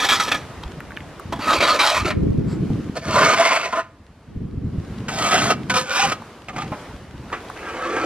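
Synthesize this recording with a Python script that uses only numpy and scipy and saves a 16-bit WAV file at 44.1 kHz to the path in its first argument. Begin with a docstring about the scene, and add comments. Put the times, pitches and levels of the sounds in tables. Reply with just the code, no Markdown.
"""A quiet street: a metal shovel scrapes snow off the pavement in strokes, to the right of the microphone.
The edge chatters over grit, catches and rings the blade, whose resonances shift from stroke to stroke.
Every push swells, holds and dies away by one rule. Bits of ice tick, a load of snow swishes off,
walls echo faintly. Near the end two footsteps thud and crunch on snow. Gusts buffet the microphone;
the steady street hush is turned down by the recorder after loud scrapes and creeps back up."""
import sys
import numpy as np
from scipy import signal
from scipy.fft import rfft, irfft, next_fast_len
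from scipy.io import wavfile
from scipy.ndimage import uniform_filter1d, minimum_filter1d, map_coordinates

SR = 44100
rng = np.random.default_rng(int(sys.argv[2]) if len(sys.argv) > 2 else 0)


def to_wav(sig):
    """Store sig (one row per channel, or 1-D mono) as 16-bit WAV at the path in sys.argv[1].

    Samples outside -1..1 are clipped; the rate is SR.
    """
    pcm = np.clip(np.atleast_2d(sig), -1, 1) * 32767
    pcm = np.round(pcm).astype(np.int16)
    wavfile.write(sys.argv[1], SR, pcm.T)  # frames by channels


N = 355357

# Blade modes, varying with grip and snow load. Each row: centre in Hz, width in Hz, level in dB.
BLADE_FIRST = [(267, 30, -1), (812, 26, 0), (990, 40, -3), (1275, 95, 2.5), (1730, 79, 0.5), (1944, 70, -1),
               (2380, 250, -4.5), (3350, 210, 1), (3820, 150, -6.5), (4360, 84, -4.5), (4990, 88, -8),
               (5720, 60, -1)]
BLADE_SET_DOWN = [(260, 72, 10), (685, 45, 10), (850, 65, 12.5), (977, 36, 14.5), (1280, 44, -9),
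                  (3300, 190, -5)]
BLADE_DIGGING = [(296, 60, 1.5), (614, 97, 0), (1030, 63, 0), (1253, 95, 4.5), (2340, 330, -4.5),
                 (3180, 190, -8), (3890, 520, -4), (4420, 130, 0)]
BLADE_SLIDING = [(622, 40, 2), (845, 31, -6), (1010, 47, 0), (1196, 160, -1), (1870, 40, -6),
                 (2270, 180, -5), (3190, 210, -10.5), (4000, 520, -5.5), (5140, 240, -15)]
BLADE_LIFTING = [(355, 35, 7.5), (612, 35, 2.5), (735, 41, -4), (1040, 50, -7), (1318, 45, 5.5),
                 (1850, 120, -6), (2230, 160, -5), (4120, 350, -6)]
BLADE_NEAR = [(540, 54, -5), (645, 86, 2), (1023, 33, 6), (1200, 59, 5.5), (1406, 110, 0), (1770, 47, -2),
              (2166, 130, -1), (4330, 180, -10.5)]
BLADE_LOADED = [(562, 55, -6), (662.6, 45.5, 3.5), (1026, 38, 0), (1163, 54, -6.5), (1360, 96, -16),
                (2140, 260, -7.5), (4570, 380, -19)]
BLADE_STOPPING = [(657, 48, 4), (1017, 28, 7), (1200, 57, 2), (1360, 49, 1), (1750, 85, -13)]
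BLADE_PASSED = [(690, 160, -7), (1258, 76, -1.5), (1492, 26, -4.5), (1904, 64, -8.5), (2310, 35, -6),
                (2733, 37, -7.5), (3100, 26, -11)]
BLADE_JABBING = [(511, 15, 14), (732, 18, 8), (994, 22, 2.5), (1245, 58, 2.5), (1490, 28, 5),
                 (1725, 60, -6), (2400, 380, -10)]
BLADE_QUICK = [(529, 31, 8.5), (802, 22, 8), (1030, 19, -2), (1180, 47, 4.5), (1446, 65, 0.5),
               (1930, 49, -7), (2390, 140, -5.5), (2880, 89, -10)]
BLADE_KNOCKING = [(140, 42, 9), (575, 35, -4), (770, 39, 8), (1100, 40, -4), (1200, 42, 3.5),
                  (2070, 280, -7)]
BLADE_BEHIND = [(340, 57, 8), (443, 22, 2), (513, 34, 1), (716, 51, -3.5), (1164, 60, -3), (1325, 50, -0.5),
                (1606, 40, -4), (4500, 150, -17)]
# Dull thud of a footstep on snow. Columns as above.
FOOTSTEP_THUD = [(188, 41, 11), (605, 38, 11), (826, 60, 5), (1046, 36, 4), (1270, 90, -13)]
BLADE_RESTING = FOOTSTEP_THUD  # blade silent: only the footstep sounds
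# Shovel pushes, and a footstep at 6.712 s. Each row: start, rise, hold and release t60 in seconds,
# level, swell and sag in dB, body and hiss in dB re level, modes.
PUSHES = [ (0.0, .11, 0.23, .24, -18, 5.5, 13.5, -12, -3.5, BLADE_FIRST),
          (1.324, 0.0065, .07, 0.07, -39, 6, 3, -2.5, -10, BLADE_SET_DOWN),
          (1.402, 0.109, .24, .25, -18.5, 18, 0.5, -6.5, -7.5, BLADE_DIGGING),
          (1.789, 0.018, 0.17, 0.22, -15.5, 4.5, 3.5, -17.5, -8, BLADE_SLIDING),
          (2.047, 0.039, 0.022, 0.075, -17.5, 12, 10.5, -3, -10.5, BLADE_LIFTING),
          (2.952, 0.023, 0.011, .15, -32.5, 18, 7.5, 3, -5.5, BLADE_NEAR),
          (3.014, 0.15, 0.16, .17, -18, 23.5, -1.5, -5.5, -11, BLADE_NEAR),
          (3.359, 0.047, 0.16, .12, -16.5, 8.5, 4.5, -9.5, -12.5, BLADE_LOADED),
          (3.574, 0.031, 0.049, .4, -27, 10, 1, -8, -11.5, BLADE_LOADED),
          (3.749, 0.022, 0.037, 0.091, -22.5, 9, 3.5, -9.5, -20.5, BLADE_STOPPING),
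          (5.086, 0.26, 0.17, 0.098, -19, 17, 6, -7, -8.5, BLADE_PASSED),
          (5.735, 0.04, 0.022, 0.2, -19, 13, 4, -5, -7, BLADE_JABBING),
          (5.856, .118, 0.083, 0.19, -17, 25, 2.5, -10.5, -9, BLADE_QUICK),
          (6.078, 0.02, 0.027, 0.15, -26, 17, 8, -13, -8.5, BLADE_PASSED),
          (6.532, 0.053, 0.038, 0.2, -34, 8, 0, -8, -13, BLADE_KNOCKING),
          (6.712, 0.026, 0.03, 0.91, -46, 12, 17, -4.5, -24, BLADE_RESTING),
          (7.563, 0.45, 0.056, 0.22, -25.5, 14, 0, -2.5, -19, BLADE_BEHIND), ]
# Edge catches, and footsteps at 6.719 and 7.325 s. Each row: time in seconds, level in dB,
# rise and t60 in seconds, dip beforehand in dB, body in dB re the push's body.
IMPACTS = [(0.045, -18, 0.0022, 0.06, 2, 4), (0.088, -18.5, 0.002, 0.2, 10.5, -19),
           (0.198, -17, .011, 0.05, 10.5, -18), (0.277, -24.5, 0.0048, 0.083, -8, 6),
           (0.315, -15.5, 0.0056, 0.064, -10, -0.5), (0.343, -22.5, 0.0023, 0.1, 13, 5.5),
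           (1.323, -22, 0.0049, 0.048, 1, -0.5), (1.358, -32, 0.0015, 0.049, 2, -6),
           (1.390, -31.5, 0.0016, 0.079, 8, 6), (1.497, -26, 0.0033, 0.1, 0, -8),
           (1.530, -19, 0.0039, 0.09, 3, 4), (1.604, -15.5, 0.0022, 0.17, 12.5, -1.5),
           (1.627, -20, .002, 0.033, 11, -5), (1.792, -25, .001, 0.058, 2.5, -9),
           (1.943, -20, 0.0056, 0.067, 0.5, -1), (1.967, -25.5, .003, .05, 2.5, -1),
           (2.052, -27.5, .002, 0.11, -4.5, -4), (2.103, -21.5, 0.0028, 0.077, 6.5, -8),
           (2.953, -37.5, 0.0018, 0.14, 0, 2), (3.225, -14, .004, 0.05, 1.5, -10),
           (3.334, -14, 0.0027, 0.052, -1, -2.5), (3.452, -16.5, 0.0034, 0.16, 0.5, -2),
           (3.559, -17.5, .006, 0.066, -2, -17), (3.724, -18, 0.0057, 0.08, -6, 0),
           (5.082, -25.5, 0.0025, 0.09, 0, -2), (5.261, -23, 0.0054, 0.12, 2, -10),
           (5.313, -22, 0.0064, 0.091, 6.5, -2), (5.377, -20, 0.003, 0.06, 0, -7),
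           (5.418, -23.5, 0.0037, 0.056, 2, -3), (5.499, -16.5, 0.013, 0.074, 1, 4.5),
           (5.696, -17, .005, 0.092, 2, -9), (5.739, -22, .002, 0.15, 6, -1),
           (6.118, -19, 0.0035, 0.047, 1, 5), (6.483, -29.5, 0.0046, 0.079, -2, -1),
           (6.561, -28, 0.0017, 0.075, 7, 8), (6.580, -26.5, 0.0035, 0.076, 5, 1.5),
           (6.618, -26, 0.0033, 0.046, 1, -17), (6.719, -29.5, 0.0018, 0.17, -2, 4),
           (7.325, -24.5, 0.0029, 0.17, 0, -5.5), (7.962, -23.5, 0.005, 0.11, 1, 1.5)]
# Street hush as the recorder's gain dips and recovers. Each row: time in seconds, midrange level in dB.
HUSH_LEVEL = [(0.5, -42.5), (0.8, -46), (1.3, -45.5), (2.4, -50), (2.75, -44.5), (3.9, -58), (4.6, -56),
              (4.92, -45.5), (6.27, -45.5), (6.47, -49.5), (6.8, -41), (7.1, -49.5), (7.45, -42)]


def amp(db):
    """Decibels to gain."""
    return 10 ** (np.asarray(db) / 20)


def unit(x):
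    """Scale to rms 1."""
    return x / np.sqrt(np.mean(x ** 2) + 1e-20)


def at_hz(points, hz):
    """Interpolate (Hz, value) points on a log axis."""
    knots_hz, values = np.transpose(points)
    return np.interp(np.log(hz + 1), np.log(knots_hz + 1), values)


def at_time(points, time_s):
    """Interpolate (seconds, value) points."""
    return np.interp(time_s, *np.transpose(points))


def wobble(rate_hz, n):
    """Smooth random curve, rate_hz knots a second."""
    knots = rng.standard_normal(int(n * rate_hz / SR) + 4)
    return map_coordinates(knots, [np.arange(n) * rate_hz / SR])


def filtered(x, response):
    """Apply a complex frequency response."""
    n = x.shape[-1]
    size = next_fast_len(n + 4096)
    return irfft(rfft(x, size) * response(np.fft.rfftfreq(size, 1 / SR)), size)[..., :n]


def resonance(f, centre_hz, width_hz):
    """Causal response of one mode, 1 at its centre."""
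    return 1j * f * width_hz / (centre_hz ** 2 - f ** 2 + 1j * f * width_hz)


def add(track, start_s, sound):
    """Mix a sound into the track."""
    part = track[:, max(round(start_s * SR), 0):][:, :sound.shape[-1]]
    part += sound[..., :part.shape[-1]]


def swell(age_s, rise_s, hold_s, t60_s, swell_db, sag_db):
    """Gain of an effort that builds, flattens, sags while held, then dies away."""
    building = np.clip(1 - age_s / rise_s, 0, 1) ** 1.3
    held = np.clip((age_s - rise_s) / hold_s, 0, 1)
    released = np.maximum(age_s - rise_s - hold_s, 0) / t60_s
    return np.clip(age_s / 0.0011, 0, 1) * amp(-swell_db * building - sag_db * held - 60 * released)


def patchy(x, depth_db):
    """Vary the strength of each narrow band at random over time."""
    bands = signal.stft(x, nperseg=512)[2]
    field = uniform_filter1d(rng.standard_normal(bands.shape), size=2, axis=0)
    field = unit(uniform_filter1d(field, size=9, axis=1))
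    return signal.istft(bands * amp(depth_db * np.clip(field, -2, 2)), nperseg=512)[1][:len(x)]


def stereo_noise(spectrum, likeness, patchy_db=0):
    """Coloured noise with a left-right likeness set per frequency."""
    angle = lambda f: np.arccos(np.clip(at_hz(likeness, f), -1, 1)) / 2
    pair = rng.standard_normal((2, N))
    if patchy_db:
        pair = np.array([patchy(noise, patchy_db) for noise in pair])
    mid, side = filtered(pair, lambda f: amp(at_hz(spectrum, f)) * [np.cos(angle(f)), np.sin(angle(f))])
    return np.array([mid + side, mid - side])


def ports(x, time_s, gap_m=0.03):
    """Sound reaches the right microphone port first and louder; in the top treble the two channels turn nearly
    opposite."""
    # Each row: time in seconds, degrees right of the microphone axis.
    bearing = [(0, 13), (1.7, 14.6), (3.4, 45), (5.4, 51.5), (6, 46), (8, 37)]
    lag_s = gap_m * np.sin(np.radians(at_time(bearing, time_s))) / 343
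    sides = np.array([[-1], [1]])
    phase = lambda f: np.minimum(4.2 * np.tanh(2 * np.pi * f * lag_s / 4.2), 3.1)
    lean = lambda f: amp(at_hz([(3000, .38), (9000, 0)], f) * sides)
    return filtered(x, lambda f: lean(f) * np.exp(.5j * phase(f) * sides))


def slips(n, rate_hz, spread_db, powder):
    """Friction force: tiny uneven slips over the smooth rub of powder snow."""
    sizes = rng.standard_normal(n) * amp(spread_db * np.clip(rng.standard_normal(n), -2, 2))
    impulses = unit(sizes * (rng.random(n) < rate_hz / SR))
    return unit(impulses + powder * rng.standard_normal(n))


def crackle(n, rate_hz, gain_db, t60_s):
    """Ice grains burst in short, sharp cracks."""
    bursts = (rng.random(n) < rate_hz / SR) * amp(3 * np.clip(rng.standard_normal(n), -2, 1.5))
    decay = amp(-60 * np.arange(SR // 100) / SR / t60_s)
    cracks = signal.fftconvolve(bursts, decay)[:n] * rng.standard_normal(n)
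    return amp(gain_db) * filtered(cracks, lambda f: 1j * f / (2500 + 1j * f))


def sticking(t, lead_s):
    """Gain dip as the edge sticks just before a catch."""
    catch_s, _, _, _, dip_db, _ = np.transpose(IMPACTS)[:, :, None]
    dips_db = dip_db * (catch_s > t) * np.exp(-abs(catch_s - t) / lead_s)
    return amp(-dips_db.max(axis=0))


def ring_modes(force, modes, time_s, wander_db, grit_db=-13):
    """A force rings the modes, each wandering in level. Returns stereo middle, body and hiss at rms 1."""
    # Grit spectrum. Each row: frequency in Hz, density in dB.
    grit = [(120, -14), (260, 1.5), (600, 3.5), (1300, 4), (2500, 0.5), (4500, -4.5), (7000, -5),
            (10000, -13), (13000, -14), (15500, -56)]
    n = len(force)
    drives = np.array([force * amp(db + wander_db * np.clip(wobble(15.93, n), -2, 1.2))
                       for _, _, db in modes])
    responses = lambda f: np.array([resonance(f, hz, width_hz) for hz, width_hz, _ in modes])
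    ring = filtered(drives, lambda f: responses(f) * abs(resonance(f, 1100, 3600)))
    sound = filtered(force, lambda f: amp(grit_db + at_hz(grit, f))) + ring.sum(axis=0)
    flex = 1 + 0.00792 * wobble(14, n)  # bending detunes the modes
    sound = map_coordinates(sound, [np.cumsum(flex)])
    body = lambda f: 1 / (1 + (f / 690) ** 8)
    hiss = lambda f: 1 - 1 / (1 + (f / 3000) ** 8)
    bands = filtered(sound, lambda f: np.array([1 - body(f) - hiss(f), body(f), hiss(f)]))
    return np.array([band / band.mean(axis=0).std() for band in ports(bands[:, None], time_s)])


def scrapes():
    """Pushes drag the chattering edge over the pavement; one row is a footstep's thud on snow."""
    # Scrape unevenness. Each row: swings per second, depth in dB.
    unevenness = [(45, 1.16), (260, 0.08)]
    out = np.zeros((2, N))
    for start_s, rise_s, hold_s, t60_s, db, swell_db, sag_db, body_db, hiss_db, modes in PUSHES:
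        age_s = np.arange(0, rise_s + hold_s + t60_s, 1 / SR)
        n = len(age_s)
        chatter = amp(sum(depth_db * wobble(rate_hz, n) for rate_hz, depth_db in unevenness))
        rub = slips(n, rate_hz=8000, spread_db=4, powder=1.07)
        force = chatter * patchy(rub, depth_db=3.5)  # the contact point roams along the edge
        force += crackle(n, rate_hz=110, gain_db=8.5, t60_s=0.0044)
        force *= sticking(start_s + age_s, lead_s=0.036)
        bands = ring_modes(force, modes, start_s + rise_s, wander_db=4)
        sound = np.tensordot(amp(db + np.array([0, body_db, hiss_db])), bands, 1)
        add(out, start_s, swell(age_s, rise_s, hold_s, t60_s, swell_db, sag_db) * sound)
    return out


def gusts(breeze_db=-52):
    """Gains of buffeting, rumble and swirl: gusts rise, hold and die over a faint breeze."""
    # Each row: start and hold in seconds, buffeting in dB, rumble and swirl in dB re buffeting.
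    gust_rows = [(0.0, 1, -42, -4.5, -4), (1.16, 0.32, -41.5, 1, -1), (1.912, 0.039, -32, 0, 2),
                 (2.061, 0.19, -22.5, -7, 6), (2.327, 0.31, -22.5, -12.5, -4.5),
                 (3.003, 0.048, -23, -16, -23), (4.25, 0.44, -32.5, -3.5, -3), (4.8, 0.35, -33.5, -12, -29),
                 (5.274, 0.14, -24.5, -18, -7.5), (5.595, 0.044, -31.5, -16.5, -36),
                 (5.942, 0.035, -33, -26, -42), (6.43, 0.17, -38, -13, -46), (6.826, 0.32, -41, 0.5, -11)]
    t = np.arange(N) / SR
    power = np.outer([1, 1, 0], np.ones(N)) * amp(breeze_db) ** 2
    for start_s, hold_s, db, rumble_db, swirl_db in gust_rows:
        shape = swell(t - start_s, rise_s=0.11, hold_s=hold_s, t60_s=0.8, swell_db=24, sag_db=0)
        power += np.outer(amp(db + np.array([0, rumble_db, swirl_db])), shape) ** 2
    return np.sqrt(power)


def wind(cutoff_hz=560):
    """Deep rumble and lumpy buffeting on the ports; single eddies thump for a cycle or two."""
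    # Each row: frequency in Hz, density in dB.
    buffet_spectrum = [(15, -50), (25, -18), (65, 2), (128, 3.5), (200, 2.5), (303, -3.5), (418, -11.5),
                       (461, -14), (568, -25), (700, -18), (910, -69), (1540, -120)]
    # Each row: start in seconds, level in dB, frequency in Hz.
    eddies = [(0.658, -12, 62), (2.269, 0.5, 207), (2.304, -2.5, 80.7), (2.383, 0, 132), (2.525, -17, 109),
              (2.606, -8, 116), (2.703, 1.5, 148), (2.896, -4, 222), (4.372, -7, 107), (4.451, -9, 130),
              (4.575, -8, 101), (5.039, -19, 200), (4.644, -7.5, 118), (4.668, -6.5, 139),
              (4.782, -7.5, 109), (5.641, -12, 175), (6.575, -19, 140), (6.718, -9, 185)]
    buffet_gain, rumble_gain, swirl_gain = gusts()
    lumps = amp(4.17 * np.clip(wobble(65, N), -2, 1.2))
    air = lumps * stereo_noise(buffet_spectrum, likeness=[(50, 1.0), (130, 1.0), (300, 0.99)])
    rumble = filtered(air, lambda f: 1 / (1 + (f / 100) ** 6))
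    out = rumble_gain * unit(rumble) + buffet_gain * unit(air - rumble)
    # Strong gusts break up between the ports and push them opposite ways.
    swirl_spectrum = [(40, -20), (100, -8), (220, -0.5), (400, -6.5), (700, -14.5)]
    swirl = unit(stereo_noise(swirl_spectrum, likeness=[(100, 0.92)])[0])
    out += swirl_gain * swirl * np.array([[1], [-1]])
    t = np.arange(SR // 20) / SR
    for start_s, db, hz in eddies:
        cycles = hz * t
        thump = cycles / 0.9 * np.exp(1 - cycles / 0.32) * np.sin(2 * np.pi * cycles)
        add(out, start_s, amp(db + rng.normal(0, 1, (2, 1))) * thump)
    return filtered(out, lambda f: 1 / np.sqrt(1 + (f / cutoff_hz) ** 12))


def street():
    """Steady street hush; the recorder's gain, a set curve, drops after loud scrapes and creeps back."""
    # Each row: frequency in Hz, density in dB.
    spectrum = [(24, -41), (40, -4.5), (80, -23), (169, -10), (233, -5.5), (329, -4.5), (490, -4),
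                (643, -7.5), (1140, -9), (3830, -21.5), (4560, -22.5), (5160, -24.5), (8000, -29),
                (11400, -30.5), (15000, -35)]
    # Each row: frequency in Hz, left-right likeness.
    likeness = [(60, 1), (130, 0.99), (290, 1), (640, 0.98), (1410, 0.9), (3100, 0.7), (6820, -0.099),
                (15000, -1.05)]
    air = stereo_noise(spectrum, likeness, patchy_db=1.6)
    midrange = filtered(air.mean(axis=0), lambda f: (f > 700) & (f < 5000))
    level_db = at_time(HUSH_LEVEL, np.arange(N) / SR) + 0.067 * wobble(23, N)
    return amp(level_db) * air / midrange.std()


def crumbs(rate_hz, gain_db, t60_s):
    """Loose snow grains rattle faintly at random; their level follows the hush."""
    drops = (rng.random(N) < rate_hz / SR) * amp(1.4 * np.clip(rng.standard_normal(N), -2, 1.5))
    decay = amp(-60 * np.arange(SR // 50) / SR / t60_s)
    grains = signal.fftconvolve(drops, decay)[:N] * rng.standard_normal((2, N))
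    rattle = filtered(grains + grains[::-1] / 2, lambda f: resonance(f, 1800, 5600) ** 4)
    return amp(at_time(HUSH_LEVEL, np.arange(N) / SR) + gain_db) * rattle


def squeals():
    """Stick-slip briefly locks on to one mode and the blade sings roughly."""
    # Each row: centre and half length in seconds, pitch in Hz, level in dB.
    squeal_rows = [(0.027, .009, 1260, -17.5), (1.694, .009, 1226, -14), (1.719, .012, 1232, -12),
                   (3.19, .011, 1163, -13), (3.407, .015, 669, -14.5), (3.417, .012, 1023, -14),
                   (3.785, 0.016, 662, -20), (6.002, 0.01, 785, -15), (6.047, .014, 807, -12)]
    out = np.zeros((2, N))
    for centre_s, half_s, hz, db in squeal_rows:
        t = np.arange(-2 * half_s, 2 * half_s, 1 / SR)
        phase = 2 * np.pi * np.cumsum(hz * (1 + 0.02 * wobble(163, len(t)))) / SR
        tone = amp(db) * np.exp(-(t / half_s) ** 2) * np.sin(phase)
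        add(out, centre_s + t[0], ports(tone, centre_s))
    return out


def impacts(hiss_trim_db=-3.5):
    """The edge catches or a foot lands: a dying burst of slips, coloured like the nearest push."""
    out = np.zeros((2, N))
    t = np.arange(-SR // 200, SR // 4) / SR
    age_s = np.maximum(t, 0)
    for time_s, db, rise_s, t60_s, _, thud_db in IMPACTS:
        nearest_push = min(PUSHES, key=lambda push: max(push[0] - time_s, time_s - sum(push[:3])))
        *_, body_db, hiss_db, modes = nearest_push
        shape = amp(-60 * age_s / t60_s) * (1 - np.exp(-age_s / rise_s))
        force = shape * slips(len(t), rate_hz=9000, spread_db=2, powder=1.2)
        bands = ring_modes(force, modes, time_s, wander_db=3.5)
        gains = amp(db + np.array([0, body_db + thud_db, hiss_db + hiss_trim_db]))
        crest = shape.max() / np.sqrt(np.mean(shape ** 2))
        add(out, time_s + t[0], np.tensordot(gains, bands, 1) / crest)
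    return out


def ticks(gain_db):
    """Clicks with one broad resonance each: ice bits, footstep crunches and a wind pop."""
    # Each row: start in seconds, relative peak in dB, resonance in Hz, t60 in seconds.
    # A wind eddy pops on the microphone at 2.701 s; footsteps crunch at 6.718 s and near 7.33 s.
    tick_rows = [(0.048, -8, 3560, 0.03), (0.631, -20, 1000, 0.049), (0.635, -18, 3200, 0.017),
                 (0.804, -13.5, 1590, 0.011), (.906, -18, 1550, 0.012), (.919, -16.5, 1600, 0.0063),
                 (.967, -18.5, 2900, .01), (0.972, -7, 1820, 0.0053), (1.005, -21, 2250, 0.014),
                 (1.196, -15.5, 880, 0.032), (1.331, -17.5, 313, 0.035), (1.533, -7, 3200, .06),
                 (1.628, -9, 3000, .025), (2.056, -14, 4000, .04), (2.105, -16, 2500, .035),
                 (2.701, -18, 644, 0.013), (2.969, -17, 1390, .04), (5.353, -11, 3300, 0.033),
                 (6.22, -15.5, 800, 0.018), (6.718, -16, 834, 0.022), (7.301, -23, 1300, 0.046),
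                 (7.318, -17, 1020, 0.037), (7.328, -9.5, 1140, 0.014), (7.499, -10.5, 950, 0.016)]
    out = np.zeros((2, N))
    t = np.arange(SR // 12) / SR
    for start_s, db, hz, t60_s in tick_rows:
        shape = amp(-60 * t / t60_s) * (1 - np.exp(-t / 0.00038))
        burst = rng.standard_normal(len(t)) * shape
        click = unit(filtered(burst, lambda f: resonance(f, hz, .8 * hz) ** 3 + .02))
        crest = shape.max() / shape.std()
        add(out, start_s, ports(amp(db + gain_db) * click / crest, start_s))
    return out


def thrown_snow(centre_s, half_s, level_db):
    """A load of snow leaves the blade with a soft swish."""
    # Each row: frequency in Hz, density in dB.
    spectrum = [(300, -9), (800, -3), (1800, -7), (3000, -19), (5000, -12), (6400, -27), (7500, -11),
                (8600, -28), (15000, -39)]
    shape = np.exp(-((np.arange(N) / SR - centre_s) / half_s) ** 2)
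    return amp(level_db) * shape * unit(stereo_noise(spectrum, likeness=[(1000, 1.0)]))


def near_echo(x, t60_s, delay_s):
    """A nearby wall and railings scatter a short, bright echo, different at each port."""
    # Each row: frequency in Hz, echo gain in dB.
    scatter = [(200, -15), (600, -22), (1500, -2.5), (4000, 1.5), (10000, -20.5)]
    t = np.arange(SR // 20) / SR
    burst = rng.standard_normal((2, len(t))) * amp(-60 * t / t60_s) * (t > delay_s)
    burst = filtered(burst / np.linalg.norm(burst[0]), lambda f: amp(at_hz(scatter, f)))
    return signal.fftconvolve(x, burst, axes=1)[:, :N]


def street_echo(x):
    """House fronts and garden walls reverberate; the treble dies first."""
    # Each row: frequency in Hz, t60 in seconds.
    decay_times = [(200, 0.42), (2000, 0.4), (10000, 0.055)]
    hz, t, bands = signal.stft(rng.standard_normal((2, SR // 2)), SR, nperseg=256)
    tail = signal.istft(bands * amp(-60 * t / at_hz(decay_times, hz)[:, None]), SR, nperseg=256)[1]
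    tail = tail + 0.7 * tail[::-1]  # close ports share part of the echo
    return signal.fftconvolve(x, tail / np.linalg.norm(tail[0]), axes=1)[:, :N]


def scene():
    """Shovel and footsteps, their echoes, loose snow, wind and street."""
    direct = scrapes() + impacts() + squeals() + ticks(gain_db=-12)
    direct += thrown_snow(centre_s=2.52, half_s=0.04, level_db=-42)
    echoes = amp(-14) * near_echo(direct, t60_s=0.043, delay_s=0.003) + amp(-20.5) * street_echo(direct)
    return direct + echoes + crumbs(rate_hz=8.2, gain_db=16, t60_s=0.0097) + wind() + street()


def record(dry):
    """A quick limiter holds down the peaks; a sharp low-pass follows."""
    ceiling, top_hz = 0.76, 15200
    needed_gain = np.minimum(1, ceiling / (abs(dry).max(axis=0) + 1e-9))
    gain = uniform_filter1d(minimum_filter1d(needed_gain, size=201), size=101)
    return filtered(dry * gain, lambda f: f < top_hz)


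dry = scene()
out = record(dry)
to_wav(out)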